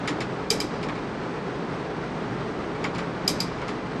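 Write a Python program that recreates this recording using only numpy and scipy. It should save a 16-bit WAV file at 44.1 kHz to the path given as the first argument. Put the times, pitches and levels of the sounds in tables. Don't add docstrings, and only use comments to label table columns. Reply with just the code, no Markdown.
import sys
import numpy as np
from scipy import signal
from scipy.fft import irfft
from scipy.io import wavfile

SR = 44100
rng = np.random.default_rng(int(sys.argv[2]) if len(sys.argv) > 2 else 0)


def generate_wav(sig):
    pcm = np.round(np.clip(np.atleast_2d(sig).T, -1, 1) * 32767).astype(np.int16)
    wavfile.write(sys.argv[1], SR, pcm)


N = 176400
BLOW_T = np.arange(int(.7 * SR)) / SR
STEEL_HZ = 4870


# start in seconds, ping pitch in Hz, strike level in dB, ring level in dB,
# brightness in dB per octave, then the levels of the clash, housing thump, thud and rebound in dB.
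CLANKS = [(0.5022, 4870, -9, -21.5, -0.5, -36, -20.5, -18, -28),
          (0.6015, 4935, -15.5, -29, -3, -35, -32, -36, -24.5),
          (3.2768, 4940, -8.5, -22, -0.5, -30, -23, -33, -27),
          (3.4024, 4930, -14, -29.5, -3, -29, -42, -40, -30)]
def clank(pitch_hz, strike_db, ring_db, brightness, clash_db, thump_db, thud_db, rebound_db):
    grit = blow_noise(CLANK_COLOUR, brightness + 1.5, STEEL_HZ)
    crunch = contact(peak_s=.0031, width_s=.00074) * grit
    strike = ping(pitch_hz) + amp(-11) * crunch
    clash = noise(lambda hz: -10 * abs(hz - STEEL_HZ) / 460, len(BLOW_T)) * fade(fade_s=.17)
    ringing = rise(.003) * (amp(ring_db) * clank_ring(brightness) + amp(clash_db) * clash)
    landing = amp(thud_db) * thud(hz=430, peak_s=.017, width_s=.0036)
    housing = amp(thump_db) * housing_thump(delay_s=.022, rise_s=.0087)
    return amp(strike_db) * strike + ringing + landing + amp(rebound_db) * rebound() + housing


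# multiple of the ping pitch, relative level in dB.
TEETH_TONES = [(.8, -16), (1, -3), (1.15, -25), (1.44, -14.5), (1.73, -28), (2.36, -28)]
def ping(pitch_hz, peak_s=.00262, climb_hz_per_s=82000):
    cycles = np.cumsum(pitch_hz + climb_hz_per_s * (BLOW_T - peak_s)) / SR
    tones = sum(amp(db) * np.sin(2 * np.pi * (ratio * cycles + rng.random()))
                for ratio, db in TEETH_TONES)
    snap = contact(peak_s=.0031, width_s=.0004) * rng.standard_normal(len(BLOW_T))
    return contact(peak_s, width_s=.0014) * tones + amp(-36) * snap


# frequency in Hz, relative level in dB.
CLANK_COLOUR = [(300, -9.5), (1200, -6.5), (1800, -11.5), (2350, -2.5), (2750, -10), (3120, -3.5),
                (3450, -7), (3900, 0), (4350, -6), (4850, 4), (5500, -1), (6250, -2.5), (6700, -6),
                (7100, -5), (7800, -2.5), (8200, -12), (8600, -1.5), (9300, -15), (10150, -8.5),
                (10550, -13), (11100, -10), (11700, -3), (12150, -19), (13000, -43), (15000, -62)]
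# frequency in Hz, fade time in seconds.
ENCLOSURE_ECHO = [(200, 1), (1500, 0.2), (5000, 0.16), (8000, 0.16), (12000, 0.14)]
WORKSHOP_ECHO = [(2000, 1), (5000, 1), (8000, 0.47), (11000, .14)]
# pitch in Hz, relative level in dB, fade time in seconds.
COUPLING_TONES = [(2328, 1, .17), (2402, -2, .15), (3075, -1.5, .17), (3228, -3, .17), (3822, -4, .15),
                  (3902, -1, .17), (3973, -3, .16), (4735, -5, .19), (5004, 1, .18), (5165, -1, .16),
                  (6142, -3, .13), (6430, -6, .16), (7165, -7, .14), (7294, -6, .14), (7412, -6, .14),
                  (8565, -7, .11), (11540, -10, .08)]
def clank_ring(brightness):
    coupling = ring(COUPLING_TONES, brightness, STEEL_HZ)
    enclosure = die_away(blow_noise(CLANK_COLOUR, brightness, STEEL_HZ), ENCLOSURE_ECHO)
    workshop = die_away(blow_noise(CLANK_COLOUR, brightness, STEEL_HZ), WORKSHOP_ECHO)
    return enclosure + amp(-5.5) * coupling + amp(-17.5) * workshop


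# frequency in Hz, relative level in dB.
KNOCK_COLOUR = [(200, -19), (800, -4), (1300, 1.5), (2200, 2), (2700, -3), (4000, -6.5), (5200, -8.5),
                (6400, -18.5), (7000, -14.5), (9000, -27), (10200, -26.5), (11000, -52), (13000, -71)]
# frequency in Hz, fade time in seconds.
KNOCK_ECHO = [(200, 0.84), (1500, 0.17), (5000, 0.14), (10000, 0.13)]
# pitch in Hz, relative level in dB, fade time in seconds.
BODY_TONES = [(831, -6, 0.15), (1102, -5, 0.22), (1246, 0.5, 0.12), (1340, -13, 0.072), (1914, -3, 0.23),
              (2176, 5, 0.071), (2270, 10.5, 0.065), (3130, -3.5, 0.12), (5000, -14.5, 0.077),
              (7000, -9, 0.15)]
# start in seconds, level in dB, brightness in
# dB per octave, body ring in dB relative to that level, then housing thump, ping and rebound in dB.
KNOCKS = [(.075, -23.5, 2, -3, -23.5, -29, -24.5), (.2045, -28, 1.5, -4, -38, -35, -45),
          (.828, -31, 0, -6, -24, -55, -40), (.886, -29.5, -4, -7, -55, -59, -50),
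          (.954, -36, -3.5, -4, -63, -57, -50), (2.748, -40, -8, 4, -28, -60, -50),
          (2.8405, -25.5, -2, 2, -27.5, -32, -26), (2.948, -33, -1, -3, -57, -55, -50),
          (2.982, -30, -0.5, -3, -26, -50, -43), (3.616, -32.5, -4.5, -9, -57, -60, -53),
          (3.681, -32, 1, -9, -57, -51, -50)]
def knock(level_db, brightness, body_db, thump_db, ping_db, rebound_db, tick_s=.0017):
    force = BLOW_T / tick_s * np.exp(1 - BLOW_T / tick_s)
    tick = amp(-6.5) * force * blow_noise(KNOCK_COLOUR, brightness + 5)
    body = amp(body_db) * rise(.0054) * ring(BODY_TONES, brightness)
    echo = rise(.01) * die_away(blow_noise(KNOCK_COLOUR, brightness), KNOCK_ECHO)
    housing = amp(thump_db) * housing_thump(delay_s=.018, rise_s=.007)
    blow = amp(level_db) * (tick + body + echo)
    return blow + amp(ping_db) * ping(STEEL_HZ) + amp(rebound_db) * rebound() + housing


# pitch in Hz, relative level in dB, fade time in seconds.
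PANEL_TONES = [(128.2, -9, 0.7), (179.6, -1.5, 0.34), (223.4, -5.5, 0.59), (295.5, -1.5, 0.39),
               (329, -2.5, 0.13), (392.5, -5.5, 0.23), (447.4, 2, 0.22), (508.5, -3.5, 0.23),
               (599, -5, 0.21), (818, -9, 0.25)]
def housing_thump(delay_s, rise_s):
    return rise(rise_s, delay_s) * ring(PANEL_TONES)


def thud(hz, peak_s, width_s):
    return contact(peak_s, width_s) * np.sin(2 * np.pi * (hz * BLOW_T + rng.random()))


def rebound():
    return thud(hz=296, peak_s=.042, width_s=.0053)


# frequency in Hz, relative level in dB.
AIR_COLOUR = [(15, -48.5), (33, -38), (41, -6), (55, -10), (80, -7), (98, -17), (118, 1), (175, -1.5),
              (250, 0), (340, -1), (420, -1.5), (600, -7), (850, -7.5), (1300, -10.5), (1600, -13.5),
              (2200, -18.5), (2800, -23), (4500, -28.5), (6000, -35), (7500, -42.5), (8900, -42.5),
              (9600, -76.5), (13000, -83)]
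# pitch in Hz, level in dB, width of the wavering in Hz.
MOTOR_TONES = [(416.3, -44, 8.5), (1992, -60, 3.5), (2360, -63, 4)]
def fans(level_db=-31, flutter_db=.67, flutter_hz=12):
    loudness = amp(level_db + flutter_db * waver(0, flutter_hz, N))
    air = loudness * noise(lambda hz: look_up(AIR_COLOUR, hz), N)
    return air + sum(amp(db) * waver(hz, width, N) for hz, db, width in MOTOR_TONES)


# time in seconds, level in dB.
HUM_LEVELS = [(0, -49), (.35, -40.5), (.7, -41), (1.05, -44.5), (1.4, -44.5), (1.7, -35.5), (2.05, -43),
              (2.4, -44.5), (2.8, -40), (3.0, -39.5), (3.35, -40.5), (3.6, -41), (4, -46)]
def motor_hum(pitch_hz=175, width_hz=14):
    times, db = np.transpose(HUM_LEVELS)
    return amp(np.interp(np.arange(N) / SR, times, db)) * waver(pitch_hz, width_hz, N)


def ring(tones, brightness=0, pivot_hz=2000):
    hz, db, fade_s = np.transpose(tones)[:, :, None]
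    gain = amp(db + tilt(hz, brightness, pivot_hz))
    waves = np.sin(2 * np.pi * (hz * BLOW_T + rng.random(hz.shape))) * fade(fade_s)
    return (gain * waves).sum(0) / np.sqrt((gain ** 2).sum() / 2)


def contact(peak_s, width_s):
    return np.exp(-.5 * ((BLOW_T - peak_s) / width_s) ** 2)


def rise(rise_s, delay_s=0):
    return np.clip((BLOW_T - delay_s) / rise_s, 0, 1)


def fade(fade_s, t=BLOW_T):
    return np.exp(-np.log(1000) * t / fade_s)


def die_away(sound, echo):
    hz, t, spectrum = signal.stft(sound, SR, nperseg=256)
    faded = spectrum * fade(look_up(echo, hz)[:, None], t)
    return signal.istft(faded, SR)[1][:len(sound)]


def blow_noise(colour, brightness, pivot_hz=2000):
    return noise(lambda hz: look_up(colour, hz) + tilt(hz, brightness, pivot_hz), len(BLOW_T))


def waver(centre_hz, width_hz, size):
    return noise(lambda hz: -20 * np.log10(1 + ((hz - centre_hz) / width_hz) ** 2), size)


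def noise(colour_db, size):
    hz = np.fft.rfftfreq(size, 1 / SR)
    sound = irfft(amp(colour_db(hz)) * np.exp(2j * np.pi * rng.random(len(hz))), size)
    return sound / np.sqrt(np.mean(sound ** 2) + 1e-20)


def tilt(hz, brightness, pivot_hz):
    return brightness * np.log2(np.maximum(hz, pivot_hz / 4) / pivot_hz)


def look_up(table, hz):
    row_hz, values = np.transpose(table)
    return np.interp(np.log(hz + 1), np.log(row_hz), values)


def amp(db):
    return 10 ** (np.asarray(db) / 20)


def add(mix, start_s, sound):
    part = mix[round(start_s * SR):][:len(sound)]
    part += sound[:len(part)]


def scene():
    mix = fans() + motor_hum()
    for start_s, *blow in CLANKS:
        add(mix, start_s, clank(*blow))
    for start_s, *blow in KNOCKS:
        add(mix, start_s, knock(*blow))
    return mix[None]


def record(dry, cutoff_hz=15300):
    low_pass = signal.firwin(255, cutoff_hz, window=("kaiser", 8), fs=SR)
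    return signal.oaconvolve(dry, low_pass[None], "same")


dry = scene()
out = record(dry)
generate_wav(out)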